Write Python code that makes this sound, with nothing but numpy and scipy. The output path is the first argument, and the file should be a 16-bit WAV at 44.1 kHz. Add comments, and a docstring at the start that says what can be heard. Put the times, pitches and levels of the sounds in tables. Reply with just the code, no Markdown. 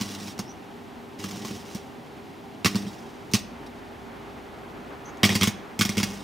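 """A welding arc buzzes and sizzles close by in a workshop, burning into a circuit board in several bursts.
Relighting on each half cycle of the mains pulses its grainy noise and drives a buzz of harmonics.
Bursts of vapour crack as steep noise fronts, thump as short booms and set metal modes ringing.
Fan noise, transformer hum and a soft rush of burning resin run throughout; the hot board ticks, gas squeaks
as gliding tones, and a low drone swells in midway."""
import sys
import numpy as np
from scipy import signal
from scipy.fft import rfft, irfft, next_fast_len
from scipy.io import wavfile

SR = 44100
rng = np.random.default_rng(int(sys.argv[2]) if len(sys.argv) > 2 else 0)


def master_out(mix):
    """Clip the mix to full scale and print it as 16-bit PCM to the path in sys.argv[1]."""
    frames = np.transpose(np.atleast_2d(mix))
    ceiling = np.clip(frames, -1, 1)
    pcm = np.round(ceiling * 32767).astype(np.int16)
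    wavfile.write(sys.argv[1], SR, pcm)


N = 274743
TIME = np.arange(N) / SR
STRIKE_HZ = 100  # the arc relights on each half cycle of the mains
SAG_DB_PER_S = 6  # the arc weakens as the electrode burns back

# The burns of the arc. Each row: start in seconds, length in seconds, relative sizzle level in dB,
# relative buzz level in dB, time for the sizzle to fall 60 dB in seconds.
BURNS = [(0, .3, -43.5, -38, 0.21), (1.187, 0.38, -46, -38.5, 0.7), (1.643, 0.125, -52.5, -49, 0.5),
         (2.645, .238, -50, -35.5, 1.08), (3.325, 0.02, -45, -41, 0.079), (5.24, 0.24, -39.5, -34.5, 0.11),
         (5.794, 0.47, -46.5, -39, .15)]
# The large bursts of vapour. Each row: start in seconds, relative crack level in dB,
# relative thump level in dB, treble tilt in dB.
VAPOUR_BURSTS = [(0.0109, -16.5, -24, 2.5), (0.391, -18, -24, 6.5), (1.24, -20, -28, 0),
                 (1.3102, -25.5, -39, 3), (1.3583, -38, -31.5, -3), (1.4487, -21, -27, -1.5),
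                 (1.5078, -31, -25.5, -3), (1.7481, -23.5, -24.5, 8), (2.6465, -5.5, -18.5, -3),
                 (2.6581, -3.5, -15.5, -4.5), (2.7459, -23, -19.5, -3), (2.756, -14.5, -19, 0.5),
                 (2.866, -32, -30.5, -4), (3.3358, -5.5, -14.5, 4.5), (3.3452, -7.5, -23.5, 1),
                 (5.2322, -2, -12.5, -4.5), (5.241, -4, -41, -3.5), (5.252, -6.5, -16.5, -1),
                 (5.292, -10, -28, -7), (5.3021, -10.5, -21.5, -12), (5.3227, -19.5, -21, -19),
                 (5.353, -9, -17.5, 6), (5.4113, -9.5, -20, -1.5), (5.4221, -8.5, -20.5, -12.5),
                 (5.432, -6, -22, 5), (5.473, -10.5, -16, 2.5), (5.7916, -11.5, -21, 10),
                 (5.8105, -4, -18.5, -1), (5.8509, -11.5, -24, 7), (5.892, -13, -22.5, 6.5),
                 (5.9706, -16, -19, 0), (5.9801, -11.5, -23, -0.5), (6.0, -16, -21, -1),
                 (6.0306, -9.5, -21.5, 1.5)]


def gain_of(db):
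    """Decibels to gain."""
    return 10 ** (np.asarray(db) / 20)


def evened(x):
    """Scaled to an rms of one."""
    return x / np.sqrt(np.mean(x ** 2) + 1e-20)


def unit(x):
    """Scaled to an energy of one."""
    return x / np.sqrt(np.sum(x ** 2) + 1e-20)


def read(points, hz):
    """A table's value, interpolated on a log-frequency axis."""
    f, value = np.transpose(points)
    return np.interp(np.log(hz + 1), np.log(f + 1), value)


def add(mix, s, sound):
    """Mixes a sound in at time s, cut at the end of the mix."""
    part = mix[..., max(round(s * SR), 0):][..., :sound.shape[-1]]
    part += sound[..., :part.shape[-1]]


def colour(x, spectrum):
    """A causal minimum-phase filter with the given spectrum, so that attacks stay sharp."""
    hz = abs(np.fft.fftfreq(4096, 1 / SR))
    log_gain = np.log(gain_of(np.maximum(read(spectrum, hz), -100)))
    response = np.exp(np.conj(signal.hilbert(log_gain)))
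    taps = np.fft.ifft(response).real[:2048]
    return signal.oaconvolve(x, taps)[:len(x)]


def wander(hz):
    """Slow chance of unit rms: noise rolled off above the given rate."""
    size = next_fast_len(N, real=True)
    rolloff = 1 + (np.fft.rfftfreq(size, 1 / SR) / hz) ** 4
    return evened(irfft(rfft(rng.standard_normal(size)) / rolloff, size)[:N])


def wide_noise(spectrum):
    """Noise from all around, as two microphone ports hear it: partly alike, band by band."""
    # Each row: frequency in Hz, likeness of left and right from 0 to 1.
    likeness = [(60, 0.66), (130, 0.8), (290, 0.62), (640, 0.52), (1410, 0.29), (3100, 0.84), (6820, 1),
                (15000, 0.14)]
    hz = np.fft.rfftfreq(N, 1 / SR)
    mid, side = rfft(rng.standard_normal((2, N)))
    same = np.clip(read(likeness, hz), -1, 1)
    mid, side = mid * np.sqrt(1 + same), side * np.sqrt(1 - same)
    ports = np.array([mid + side, mid - side])
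    return evened(irfft(ports * gain_of(read(spectrum, hz)), N))


def envelope(start, length, rise_s, fade_s):
    """Attack, hold and a release that falls 60 dB in fade_s."""
    t = TIME - start
    release_db = -60 * np.maximum(t - length, 0) / fade_s
    return np.clip(t / rise_s, 0, 1) * gain_of(release_db)


def arc_strength(ignite_s=0.0017, buzz_out_s=0.042, spatter_db=-21, spatter_fade_db_per_s=435):
    """Gains of sizzle and buzz: each burn lights, sags and goes out; each large burst adds spatter."""
    sizzle_power, buzz = np.zeros(N), np.zeros(N)
    for start, length, sizzle_db, buzz_db, fade_s in BURNS:
        sag_db = SAG_DB_PER_S * np.clip(TIME - start, 0, length)
        sizzle = gain_of(sizzle_db - sag_db) * envelope(start, length, ignite_s, fade_s)
        sizzle_power += sizzle ** 2
        buzz += gain_of(buzz_db - sag_db) * envelope(start, length, ignite_s, buzz_out_s)
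    t = np.arange(SR // 2) / SR
    for s, crack_db, _, _ in VAPOUR_BURSTS:
        # the sizzle flares, in proportion to the burst's crack
        flare = np.minimum(t / ignite_s, 1) * gain_of(crack_db + spatter_db - spatter_fade_db_per_s * t)
        add(sizzle_power, s, flare ** 2)
    return np.sqrt(sizzle_power), buzz


def arc(sizzle_db=-2, buzz_db=-1, pulsing=0.22, grain_db=5.5, flicker_db=1.5, waver_db=2.2,
        strike_s=0.00184, boom_lag_s=0.00516):
    """The plasma sizzles in grains on every half cycle, and its heat pulses the air into a buzz."""
    # The sizzle's spectrum. Each row: frequency in Hz, level in dB per Hz.
    sizzle_spectrum = [(530, -16.5), (900, -19), (1100, 0), (1320, -9), (1950, -2), (2280, -7),
                       (2900, -1.5), (4180, -4.5), (5600, -1.5), (7500, -9.5), (8050, -10), (14300, -19),
                       (15500, -14)]
    # The buzz's harmonics. 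Each row: multiple of the strike rate, relative level in dB.
    harmonics = [(1, -9), (2, -1), (3, -7), (4, -9)]
    sizzle_gain, buzz_gain = arc_strength()
    turns = STRIKE_HZ * (TIME - strike_s) + 0.03 * wander(34)  # cycles, slightly unsteady
    grain_size = np.minimum(rng.exponential(1, N), 4.5)
    grains = rng.standard_normal(N) * gain_of(grain_db * grain_size)
    grains *= 1 + pulsing * np.cos(2 * np.pi * turns)
    grains *= gain_of(flicker_db * wander(57))
    sizzle = evened(colour(grains, sizzle_spectrum)) * sizzle_gain
    pulse = 2 * np.pi * (turns - STRIKE_HZ * boom_lag_s)
    buzz = sum(gain_of(db + waver_db * wander(45)) * np.cos(round(k) * pulse) for k, db in harmonics)
    return gain_of(sizzle_db) * sizzle, gain_of(buzz_db) * evened(buzz) * buzz_gain


def welder(fan_db=-43.5, hum_hz=399.7, hum_db=-53, whirr_hz=236, whirr_db=-54,
           drone_hz=54, drone_db=-55.0, drone_waver_db=2, drone_start_s=2.95, drone_rise_s=0.52):
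    """The fan rushes and whirrs over a wavering transformer hum; a low drone swells in and stays."""
    # The fan's rush of air. Each row: frequency in Hz, level in dB per Hz.
    fan_spectrum = [(25, -20), (50, -15), (90, -5), (160, -5.5), (250, -1.5), (400, -7), (590, -12.5),
                    (790, -6.5), (1320, -22.5), (2000, -21), (3200, -23.5), (6000, -33.5), (9000, -42),
                    (14000, -43)]
    hum_tone = np.sin(2 * np.pi * hum_hz * TIME + 0.14 * wander(24.0))
    hum = gain_of(hum_db + 2 * wander(13.0)) * evened(hum_tone)
    whirr_tone = wander(9.1) * np.sin(2 * np.pi * whirr_hz * TIME + wander(2.6))
    whirr = gain_of(whirr_db) * evened(whirr_tone)
    swell = np.clip((TIME - drone_start_s) / drone_rise_s, 0, 1)
    swell = swell * gain_of(drone_db + drone_waver_db * wander(1.8))
    drone = swell * evened(np.sin(2 * np.pi * drone_hz * TIME + 2.5 * wander(5.4)))
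    fan = gain_of(fan_db + .5 * wander(35)) * wide_noise(fan_spectrum)
    return fan + hum + whirr + drone


def flame(flicker_db=0.9):
    """The burning resin rushes softly as broad noise, louder and softer as the fire spreads and sinks."""
    # The fire on the board. Each row: time in seconds, level of the rush in dB.
    fire = [(0.0, -49), (1.15, -51), (1.4, -48), (2.5, -52.5), (2.9, -49.5), (5.1, -44), (6.23, -46)]
    # The rush's spectrum. Each row: frequency in Hz, level in dB per Hz.
    rush_spectrum = [(150, -6), (300, 11.5), (500, 6), (800, 7), (1300, 5), (2200, -2), (3300, -12),
                     (5000, -30), (9000, -39)]
    level_db = np.interp(TIME, *np.transpose(fire)) + flicker_db * wander(15)
    return gain_of(level_db) * wide_noise(rush_spectrum)


def crack(front=0.39, ragged_db=3.5, rise_s=.00065):
    """A steep front followed by a ragged spray that swells and dies within a few milliseconds."""
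    # The crack's spectrum. Each row: frequency in Hz, level in dB per Hz.
    crack_spectrum = [(180, -15), (450, 0), (780, -1), (1150, 4), (1600, -6), (2400, -0.5), (3300, -2),
                      (4300, -4), (5600, -1.5), (7500, -10.5), (11000, -17.5), (15500, -16)]
    u = np.arange(4096) / SR / rise_s
    ragged = rng.standard_normal(len(u)) * gain_of(ragged_db * rng.standard_normal(len(u)))
    spray = unit(ragged * u * np.exp(-u))
    spray[0] += front
    return unit(colour(spray, crack_spectrum))


def sputter(per_s=13, spread_db=3, crack_db=15.5, thump_db=3):
    """Small bursts of vapour at chance strikes of the arc, as rows like the large ones."""
    rows = []
    for start, length, sizzle_db, buzz_db, _ in BURNS:
        count = int(length * per_s)
        for k, (place, a, b) in enumerate(rng.uniform(-1, 1, (12, 3))[:count]):
            s = start + length * (k + .5 + place / 2) / count
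            s = round(s * STRIKE_HZ) / STRIKE_HZ  # onto the grid of strikes
            sag_db = SAG_DB_PER_S * (s - start)
            # levels follow the sizzle and the buzz of that burn
            rows.append((s, sizzle_db - sag_db + crack_db + spread_db * a,
                         buzz_db - sag_db + thump_db + spread_db * b, 0))
    return rows


def pops(crack_db=8, thump_db=7, boom_delay_s=0.00547):
    """Each burst of vapour cracks, pushes the air into a boom and sets the metal ringing."""
    # The air around the bench booms. Each row: frequency in Hz, rise in seconds, relative level in dB.
    air_modes = [(114.3, 0.0097, -18.5), (198, 0.0076, -6.5), (358.6, 0.0022, -12)]
    # Metal of torch and board. Each row: frequency in Hz, time to fall 60 dB in seconds,
    # relative level in dB.
    metal_modes = [(1970, 0.093, -4.5), (2170, 0.088, 5), (2433, 0.13, -2), (2590, 0.19, -6),
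                   (3225, 0.037, 8), (3340, 0.065, 6), (4030, 0.052, -9), (5330, 0.078, -5),
                   (5400, .07, -17), (5825, .09, -10), (8000, 0.15, -10)]
    # The torch moves to a spot where bare metal rings. Each row: time in seconds, ring in dB against the crack.
    contact = [(3.4, -35), (5.2, -2)]
    # A larger blast has more middle and booms less deep. Each row: relative crack level in dB, # body in dB,
    # deep bass in dB.
    blast_size = [(-6, -1, -0.5), (-12, -4.5, 3)]
    cracks, thumps = np.zeros((2, N)), np.zeros(N)
    t = np.arange(SR // 5) / SR
    boom = np.zeros(len(t))
    for hz, rise, db in air_modes:
        swell = (t / rise) ** 2 * np.exp(2 - 2 * t / rise)
        boom += gain_of(db) * swell * np.cos(2 * np.pi * hz * (t - boom_delay_s))
    size, body, depth = np.transpose(blast_size)
    for s, db, push_db, treble_db in VAPOUR_BURSTS + sputter():
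        tilt = [(1000, np.interp(db, size, body)), (2000, 0), (3500, 0), (6000, treble_db)]
        blast = colour(crack(), tilt)
        ring = sum(gain_of(mode_db - 60 * t / t60) * np.sin(2 * np.pi * (hz * t + rng.random()))
                   for hz, t60, mode_db in metal_modes)
        ring_db = np.interp(s, *np.transpose(contact))
        add(cracks, s, gain_of(db + crack_db) * bench(unit(blast)))
        add(cracks, s, gain_of(db + crack_db + ring_db) * unit(ring))
        bass = [(100, np.interp(db, size, depth)), (180, 0)]
        add(thumps, s, gain_of(push_db + thump_db) * colour(boom, bass))
    return cracks, thumps


def snaps(snap_db=2):
    """The charred board splits with small ticks: cracks with less low end."""
    # Small snaps of the hot board. Each row: start in seconds, relative level in dB.
    ticks = [(0.3797, -26.5), (3.314, -23), (3.6644, -29.5), (5.172, -33)]
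    out = np.zeros(N)
    for s, db in ticks:
        tick = unit(colour(crack(), [(2000, -10), (6000, -3)]))
        add(out, s, gain_of(db + snap_db) * tick)
    return out


def squeaks(flutter_hz=230, sputter_db=4.0):
    """Gas whistles unsteadily through pores in the resin, as fluttering, gliding tones."""
    # Each row: start in seconds, length in seconds, first pitch in Hz, last pitch in Hz, relative level in dB.
    whistles = [(0.444, 0.095, 5280, 6210, -52.5), (5.036, 0.067, 6380, 6300, -53.5)]
    out, flutter = np.zeros(N), flutter_hz * wander(300)
    for s, length, first_hz, last_hz, db in whistles:
        u = np.clip((TIME - s) / length, 0, 1)
        hz = first_hz + (last_hz - first_hz) * u + flutter
        tone = np.sin(2 * np.pi * np.cumsum(hz) / SR)
        out += gain_of(db) * np.sin(np.pi * u) * tone
    return out * gain_of(sputter_db * wander(120))


def bench(x, scatter_db=-4, scatter_s=0.0089, side_db=-1):
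    """Direct sound, smeared reflections and quick scatter off the cluttered bench, drawn anew each time."""
    # Reflections. Each row: delay in milliseconds, spread in milliseconds, relative level in dB.
    echoes = [(1.6, 1.4, -3.5), (6.8, 2.55, -3)]
    # Stereo width. Each row: frequency in Hz, side against mid in dB.
    side_spectrum = [(60, -33), (110, -15), (200, -31), (380, 1), (700, -9), (1290, -9.5), (2380, -5),
                     (4400, -28), (8120, -4.5), (15000, -7)]
    t = np.arange(3072) / SR
    shape = np.exp(-t / scatter_s) * (1 - np.exp(-t / 0.005))
    scatter = [unit(z * shape) for z in rng.standard_normal((2, len(t)))]
    paths = gain_of(scatter_db) * np.array(scatter)
    for delay_ms, spread_ms, db in echoes:
        for path in paths:
            smear = unit(rng.standard_normal(len(t)) * np.exp(-1000 * t / spread_ms))
            add(path, delay_ms / 1000, gain_of(db) * smear)
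    mid = paths[0] + (t == 0)  # the direct sound is a single impulse
    side = gain_of(side_db) * np.linalg.norm(mid) * colour(unit(paths[1]), side_spectrum)
    return signal.oaconvolve(x[None], np.array([mid + side, mid - side]), axes=1)[:, :N]


def restless(x, turn_hz=11, count=3):
    """The arc's root wanders over the board: the sound fades among several sets of reflections."""
    turn = np.pi * (turn_hz * TIME + 0.35 * wander(8.7))
    spots = [bench(x * np.sin(turn + np.pi * k / count)) for k in range(count)]
    return sum(spots) * np.sqrt(2 / count)


def workshop(x, room_db, width):
    """The tail of the room, each band dying at its own speed, a little different at each port."""
    # Each row: frequency in Hz, time to fall 60 dB in seconds.
    decay = [(150, 0.64), (500, 0.48), (2500, 0.5), (6000, 0.38), (14000, 0.22)]
    hz, s, z = signal.stft(rng.standard_normal((2, SR * 3 // 5)), SR, nperseg=256)
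    z *= gain_of(-60 * s / read(decay, hz)[:, None]) * (1 - np.exp(-s / 0.0011))
    mid, side = signal.istft(z, SR, nperseg=256)[1]
    tails = np.array([unit(mid + width * side), unit(mid - width * side)])
    reverb = signal.fftconvolve(x.mean(0)[None], tails, axes=1)[:, :N]
    return x + gain_of(room_db) * reverb


def scene():
    """Arc and bursts sound through bench and workshop, over the running welder and the fire."""
    background = welder() + flame()
    sizzle, buzz = arc()
    hiss = restless(sizzle + snaps() + squeaks())
    cracks, thumps = pops()
    sharp = workshop(cracks + hiss, room_db=-16, width=0.31)
    low = workshop(np.array([thumps + buzz] * 2), room_db=-19, width=0.5)
    # both leaning slightly to the right
    return (sharp + low) * gain_of([[-.55], [.55]]) + background * gain_of([[-.2], [.2]])


def record(dry, low_cut_hz=42, hiss_db=-64, edge_hz=15700):
    """The microphone sheds the deepest bass and adds its own faint hiss; then the band limit."""
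    low_cut = signal.butter(2, low_cut_hz, "highpass", fs=SR, output="sos")
    thinned = signal.sosfilt(low_cut, dry)
    thinned = thinned + gain_of(hiss_db) * wide_noise([(1000, 0), (16000, 0)])
    band_limit = signal.firwin(255, edge_hz, window=("kaiser", 9), fs=SR)
    return signal.oaconvolve(thinned, band_limit[None], "same")


dry = scene()
out = record(dry)
master_out(out)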